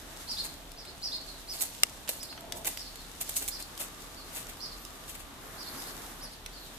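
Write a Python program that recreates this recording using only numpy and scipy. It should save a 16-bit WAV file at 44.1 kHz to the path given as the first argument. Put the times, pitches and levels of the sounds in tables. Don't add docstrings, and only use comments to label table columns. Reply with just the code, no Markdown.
import sys
import numpy as np
from scipy import signal
from scipy.fft import rfft, irfft, next_fast_len
from scipy.io import wavfile
from scipy.ndimage import map_coordinates

SR = 44100
rng = np.random.default_rng(int(sys.argv[2]) if len(sys.argv) > 2 else 0)


def waveform_to_disk(signal):
    frames = np.transpose(np.atleast_2d(signal))
    scaled = np.clip(frames, -1, 1) * 32767
    samples = np.round(scaled).astype(np.int16)
    wavfile.write(sys.argv[1], SR, samples)


N = 298998

# full weight at [t/s], crunch [level/dB], loading time [t/s], grind over crunch [level/dB]
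STEPS = [(.451, -33, 0.01, -13), (1.545, -38, 0.044, -13), (1.622, -22.5, 0.013, -17.5),
         (2.094, -19.5, 0.0033, -14.5), (2.234, -31, 0.0021, -23), (2.571, -37, .013, -18),
         (2.657, -28, 0.0054, -9), (2.675, -22.5, 0.0064, -11), (3.214, -25, 0.0057, -14.5),
         (3.295, -25, .003, -16.5), (3.369, -18.5, 0.006, -27), (3.425, -33.5, 0.013, -8.5),
         (3.486, -26, 0.0056, -25), (3.602, -35, 0.0095, -11.5), (3.811, -28.5, .014, -12),
         (4.368, -34, 0.027, -9.5), (4.497, -39, .01, -7), (5.097, -36.5, .014, -11.5),
         (5.153, -37.5, .0045, -8), (5.205, -40.5, 0.01, -11)]
# [t/s], left over right [level/dB]
PAW_SIDE = [(1.5, 1), (2.2, 0), (2.7, 0.5), (3.4, 1), (3.7, 3)]
# [f/Hz], [relative level/dB]
CRUNCH_SPECTRUM = [(300, -30), (1500, -18), (3000, -14), (5000, -8), (7000, -2), (9500, 0), (14000, 1)]
# [f/Hz], [relative level/dB]
GRIND_SPECTRUM = [(100, -33), (300, -3), (650, -2.5), (1300, -8.5), (2800, -1.5), (5000, -11), (9000, -42)]
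# [t/s], direct attack [level/dB], centre of the modes [f/Hz], left over right [level/dB]
PEBBLES = [(0.718, -47, 9150, 7), (0.852, -46, 3200, -1), (1.609, -36, 9300, -8), (2.077, -40, 2610, -3),
           (2.0834, -39, 4170, -7), (2.0914, -31, 8330, -7), (2.2301, -41.5, 7500, -8),
           (2.3267, -44.5, 2090, 1), (2.3773, -44, 1810, 0), (2.408, -46.5, 9000, -6),
           (2.5226, -32, 5050, 3), (2.6472, -37.5, 9000, 0), (2.7738, -36, 7770, -2),
           (2.957, -44, 6000, -3), (3.341, -44, 10000, 4), (3.3658, -34, 9500, -5),
           (3.479, -33.5, 10000, -6), (3.4857, -34, 8670, -2), (3.6254, -40, 10100, 8),
           (3.777, -40.5, 6800, -1), (4.4688, -45, 7500, -3), (4.851, -43, 7800, -8),
           (6.4614, -37.5, 3940, -3)]
# [t/s], [relative peak level/dB]
SNAP_CONTACTS = [(1.834, -4.5), (1.8346, -5.5), (1.8356, -7.5), (1.8368, -14.5)]
# [f/Hz], [relative level/dB], t60 [t/s]
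SNAP_MODES = [(1220, -14, 0.019), (2085, -3.5, 0.013), (2790, -3, 0.018), (3420, -4.5, 0.011),
              (5100, 1, 0.007), (6000, 0.5, 0.005), (7700, 1, 0.01), (8600, -8, 0.017),
              (10900, -15, 0.0081), (13600, -18, 0.0087)]
# [t/s], [level/dB]
SHUFFLE_LEVEL = [(0, -54), (.38, -45.5), (.8, -64.5), (1.1, -51.5), (1.45, -55), (1.8, -47.5), (2.5, -63),
                 (2.7, -47.5), (3, -53.5), (3.3, -47), (3.6, -52.5), (5.05, -54), (5.3, -60.5), (5.85, -47),
                 (6.4, -59.5), (6.78, -52.5)]
# [f/Hz], [relative level/dB]
GRIT_SPECTRUM = [(300, -28), (2000, -5.5), (4000, 3), (7000, 2), (11000, 0), (14000, -2)]
# [t/s], [level/dB]
FUR_LEVEL = [(0, -52), (.45, -53), (.7, -58.5), (3, -56), (3.8, -53.5), (5, -53), (5.33, -56),
             (5.48, -48.5), (5.9, -46), (6.2, -50), (6.4, -57.5), (6.78, -54.5)]
# [f/Hz], [relative level/dB]
COAT_SPECTRUM = [(60, -11.5), (250, 5), (500, 1), (1100, 2), (1800, 0.5), (2600, -9.5), (4500, -16),
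                 (8000, -11), (14000, -26)]
# [t/s], nominal top [f/Hz], [relative level/dB], direct [relative level/dB],
# wait for the second note [t/s], second over first note [level/dB], overtone [relative level/dB]
CHIRPS = [(.27, 4976, -33.5, -2, 0.096, 1, -9), (.763, 5090, -48, 2.5, 0.095, -1, -12),
          (1.018, 5120, -35, 1.5, .097, 1, -12), (1.474, 5130, -41, 4.5, 0.098, -6, -12),
          (2.187, 5110, -44.5, 3, .097, -1, -12), (2.758, 5160, -41, -6, .085, -4, -12),
          (3.502, 5070, -39.5, -4, .09, -7.5, -12), (4.592, 5100, -37.5, -7, 0.1, -10, -9),
          (5.565, 4935, -42.5, -6, 0.077, -0.5, -9), (5.762, 5170, -48.5, 0, 0.089, 1, 6),
          (6.205, 5200, -46, 3, .1, -8, 7)]
# [t/s], nominal top [f/Hz], [relative level/dB]
SLURS = [(1.256, 4440, -45.5), (1.326, 4110, -51.5), (2.96, 4400, -50.5), (4.155, 4590, -48.5),
         (6.518, 4640, -47.5), (6.585, 4200, -50)]
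# [t/s], length [t/s], nominal start [f/Hz], nominal end [f/Hz], [relative level/dB]
WHISTLES = [(4.05, .07, 10900, 11550, -58), (4.14, 0.13, 11700, 11300, -62), (4.55, .14, 13300, 12400, -57),
            (4.753, 0.095, 12700, 12200, -50), (6.58, .11, 12300, 14200, -51),
            (6.734, .035, 12500, 12800, -50)]
# [f/Hz], t60 [t/s]
YARD_T60 = [(300, 0.3), (4500, 0.4), (9000, 0.16), (14000, 0.069)]
# centre [f/Hz], half-amplitude width [f/Hz], [level/dB]
HUM_BANDS = [(36, 14, -61.5), (69.8, 13.6, -62.5), (153.5, 34, -68), (274, 29, -64.5)]
# [t/s], [level/dB]
WHIRR_LEVEL = [(0, -74), (3.4, -69), (3.8, -60.5), (5.2, -60), (6.78, -77)]
# [t/s], [level/dB]
DRONE_LEVEL = [(2.25, -60), (2.38, -55), (2.56, -46), (2.68, -53), (2.8, -65)]
# [f/Hz], [relative level/dB]
HOLLOW_SPECTRUM = [(300, -11), (550, -9.5), (680, 0), (780, -15), (880, -4), (1050, -18), (1600, -78)]
# [f/Hz], [relative level/dB]
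AIR_SPECTRUM = [(12, -38), (22, -9), (54, -5), (110, -3.5), (200, -6), (330, -6.5), (550, -11), (800, -9),
                (1200, -13), (2300, -15.5), (3700, -11.5), (4600, -18), (8000, -21), (14000, -23)]
# [f/Hz], correlation [-1 to 1]
LIKENESS = [(30, 0.84), (120, 0.79), (500, 0.67), (1200, 0.28), (3000, 0), (12000, 0.066)]

TOP_HZ = 14300
RELEASE = 1.5
SETTLE_DB, SETTLE_S = -14, 0.067
RING_S, RING_AT_HZ, RING_SLOPE = 0.014, 8150, 0.69
ATTACK_S = .006
# length/s, ratio to nominal top, sweep share, place of top 0-1
ARCH, ANSWER = (.068, 1.005, .24, .42), (.045, .88, .25, .68)
SLUR_S, SLUR_SWEEP, SLUR_APEX = .07, .17, 0.198
SLUR_DIRECT_DB, SLUR_OVERTONE_DB = -8, -15
ROUNDNESS = 1.65
HAIR_DB, HAIR_AT_DB, HAIR_GROWS = -51.5, -47, 1.94


def paws():
    t = np.arange(N) / SR
    crunch_power, grind_power = np.zeros((2, N)), np.zeros((2, N))
    for s, db, rise, grind_db in STEPS:
        before, after = np.maximum(s - t, 0), np.maximum(t - s, 0)
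        load = np.exp(-np.minimum(before / rise, 20))
        press = load * np.exp(-np.minimum(after / (RELEASE * rise), 20))
        settle = amp(SETTLE_DB) * load * np.exp(-after / SETTLE_S)
        power = panned(db, np.interp(s, *np.transpose(PAW_SIDE))) ** 2
        crunch_power += power * (press ** 2 + settle ** 2)
        grind_power += power * (amp(grind_db) * press) ** 2
    contacts = stony(grains(rate=1300, spread_db=5.5, shared=0.42), ring_db=-4.0, t60=0.011)
    crunch = np.sqrt(crunch_power) * coloured(contacts, CRUNCH_SPECTRUM)
    low_contacts = grains(rate=2200, spread_db=5.0, shared=0.64)
    return crunch + np.sqrt(grind_power) * coloured(low_contacts, GRIND_SPECTRUM)


def pebbles():
    out, t = np.zeros((2, N)), np.arange(SR // 20) / SR
    for s, db, hz, pan_db in PEBBLES:
        t60 = RING_S * (RING_AT_HZ / hz) ** RING_SLOPE
        modes = hz * np.exp(0.539 * rng.standard_normal(size=(60, 1)))
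        common = rng.standard_normal(size=(60, 1))
        strength = common + 1.06 * rng.standard_normal(size=(2, 60, 1))
        tones = strength * (modes < TOP_HZ) * np.sin(2 * np.pi * modes * t)
        ring = tones.sum(axis=1) * amp(-60 * t / t60)
        crack = 7 * amp(-60 * t / 0.0033) * rng.standard_normal(len(t))
        blow = ring + crack
        attack = blow[:, :int(ATTACK_S * SR)].std(axis=1, keepdims=True)
        add(out, s, panned(db, pan_db) * blow / attack)
    return out


def snap():
    out, t = np.zeros((2, N)), np.arange(SR // 20) / SR
    for s, db in SNAP_CONTACTS:
        ring = np.zeros((2, len(t)))
        for hz, mode_db, t60 in SNAP_MODES:
            phase = 2 * np.pi * (hz * t + rng.random((2, 1)))
            ring += amp(mode_db - 60 * t / t60) * np.sin(phase)
        crack = 1.5 * amp(-60 * t / .006) * rng.standard_normal((2, len(t)))
        blow = ring + crack
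        add(out, s, amp(db) * blow / np.abs(blow).max(axis=1, keepdims=True))
    high_pass = signal.butter(2, 550, "high", fs=SR, output="sos")
    return amp(2.5) * signal.sosfilt(high_pass, out)


def shuffle():
    contacts = stony(grains(rate=83, spread_db=9, shared=0.38), ring_db=2, t60=0.016)
    ticks = coloured(contacts, GRIT_SPECTRUM)
    hiss = amp(2 * wobble(30)) * coloured(diffuse(), GRIT_SPECTRUM)
    return level(SHUFFLE_LEVEL) * (amp(-5.0) * ticks + hiss)


def grains(rate, spread_db, shared):
    ticks = (rng.random((3, N)) < rate / SR) * rng.choice([-1, 1], (3, N))
    ticks = ticks * amp(spread_db * np.clip(rng.standard_normal((3, N)), -2, 2))
    direct = np.array([np.roll(ticks[2], 5), ticks[2]])
    return np.sqrt(shared) * direct + np.sqrt(1 - shared) * ticks[:2]


def stony(x, ring_db, t60):
    t = np.arange(SR // 30) / SR
    ring = rng.standard_normal((2, len(t))) * amp(-60 * t / t60)
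    ring = ring / np.linalg.norm(ring[0])
    return x + amp(ring_db) * signal.fftconvolve(x, ring, axes=1)[:, :N]


def fur():
    brushing = level(FUR_LEVEL)
    rush = brushing * amp(1.43 * wobble(18)) * coloured(diffuse(), COAT_SPECTRUM)
    hiss = amp(HAIR_DB) * (brushing / amp(HAIR_AT_DB)) ** HAIR_GROWS
    tips = hiss * amp(1.5 * wobble(16)) * narrow(hz=11800, width=3600)
    return rush + tips


def birds():
    song, direct = np.zeros(N), np.zeros(N)
    waver, flutter = .007 * wobble(260), amp(1.5 * wobble(120))
    for s, length, top_hz, sweep, apex, db, direct_db, overtone_db in notes():
        u = np.linspace(0, 1, int(length * SR))
        now = slice(int(s * SR), int(s * SR) + len(u))
        off_top = np.where(u < apex, (apex - u) / apex, (u - apex) / (1 - apex))
        hz = top_hz * (1 - sweep * off_top ** ROUNDNESS + waver[now])
        phase = 2 * np.pi * np.cumsum(hz) / SR
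        swell = np.abs(np.sin(np.pi * u))
        upper = amp(-0.5) * sweep / 0.36 * swell ** 2
        upper_phase = 1.135 * phase
        voices = np.sqrt(swell) * np.sin(phase) + upper * np.sin(upper_phase)
        sum_tone = amp(overtone_db) * upper * np.sin(phase + upper_phase)
        note = amp(db) * flutter[now] * (voices + sum_tone)
        add(song, s, note)
        add(direct, s, amp(direct_db) * note)
    direct_pair = np.array([np.roll(direct, 2), direct])
    return amp(-2) * direct_pair + amp(-2.5) * yard(song, early_db=-22)


def notes():
    for s, top_hz, db, direct_db, wait_s, answer_db, overtone_db in CHIRPS:
        pair = (s, db, ARCH), (s + wait_s, db + answer_db, ANSWER)
        for start, note_db, (length, ratio, sweep, apex) in pair:
            yield start, length, ratio * top_hz, sweep, apex, note_db, direct_db, overtone_db
    for s, top_hz, db in SLURS:
        yield s, SLUR_S, top_hz, SLUR_SWEEP, SLUR_APEX, db, SLUR_DIRECT_DB, SLUR_OVERTONE_DB


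def whistles():
    out = np.zeros(N)
    for s, length, start_hz, end_hz, db in WHISTLES:
        u = np.linspace(0, 1, int(length * SR))
        glide = start_hz + (end_hz - start_hz) * u
        hz = glide * (1 + .004 * wobble(91)[:len(u)])
        add(out, s, amp(db) * np.sin(np.pi * u) * np.sin(2 * np.pi * np.cumsum(hz) / SR))
    return amp(-6.5) * out + amp(-12) * yard(out, early_db=-14)


def yard(x, early_db):
    hz, t, noise = signal.stft(rng.standard_normal((2, SR)), SR, nperseg=256)
    decay = amp(-60 * t / along(YARD_T60, hz)[:, None])
    tail = signal.istft(noise * decay, SR, nperseg=256)[1]
    tail = tail / np.linalg.norm(tail[0])
    for side in tail:
        side[(SR * rng.uniform(.003, .035, size=6)).astype(int)] += amp(early_db)
    return signal.fftconvolve(np.atleast_2d(x), tail, axes=1)[:, :N]


def outdoors():
    air = amp(-50.5) * coloured(diffuse(), AIR_SPECTRUM)
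    deep_level = amp(-54.5 + 2.3 * wobble(7.7))
    deep = deep_level * np.sin(2 * np.pi * 37.6 * np.arange(N) / SR + 1.16 * wobble(8.6))
    hum = sum(amp(db) * narrow(hz, width) for hz, width, db in HUM_BANDS)
    whirr = level(WHIRR_LEVEL) * narrow(hz=1178, width=130)
    drone = level(DRONE_LEVEL) * coloured(diffuse(), HOLLOW_SPECTRUM)
    return air + deep + hum + whirr + drone


def diffuse():
    def mid_side(hz):
        turn = np.arccos(np.clip(along(LIKENESS, hz), -1, 1)) / 2
        return np.array([np.cos(turn), np.sin(turn)])

    mid, side = filtered(rng.standard_normal((2, N)), mid_side)
    return np.array([mid + side, mid - side])


def narrow(hz, width):
    return unit(filtered(diffuse(), lambda f: 1 / (1 + ((f - hz) / (width / 2)) ** 2)))


def coloured(x, spectrum):
    return unit(filtered(x, lambda hz: amp(along(spectrum, hz))))


def filtered(x, response):
    m = next_fast_len(N + SR // 2)
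    return irfft(rfft(x, m) * response(np.fft.rfftfreq(m, 1 / SR)), m)[..., :N]


def wobble(rate):
    return map_coordinates(rng.standard_normal(N // 100), [np.arange(N) * rate / SR], mode="wrap")


def amp(db):
    return 10 ** (np.asarray(db) / 20)


def panned(db, pan_db):
    return amp(db + np.array([[pan_db], [-pan_db]]) / 2)


def unit(x):
    return x / np.sqrt(np.mean(x ** 2) + 1e-20)


def along(points, hz):
    f, v = np.transpose(points)
    return np.interp(np.log(hz + 1), np.log(f + 1), v)


def level(rows):
    return amp(np.interp(np.arange(N) / SR, *np.transpose(rows)))


def add(track, s, sound):
    part = track[..., max(round(s * SR), 0):][..., :sound.shape[-1]]
    part += sound[..., :part.shape[-1]]


def scene():
    gravel = paws() + pebbles()
    ground = gravel + amp(-10.0) * yard(gravel, early_db=-30.0) + snap() + shuffle()
    return ground + fur() + birds() + whistles() + outdoors()


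def record(dry):
    return filtered(dry, lambda hz: 1 / np.sqrt(1 + (hz / TOP_HZ) ** 400))


dry = scene()
out = record(dry)
waveform_to_disk(out)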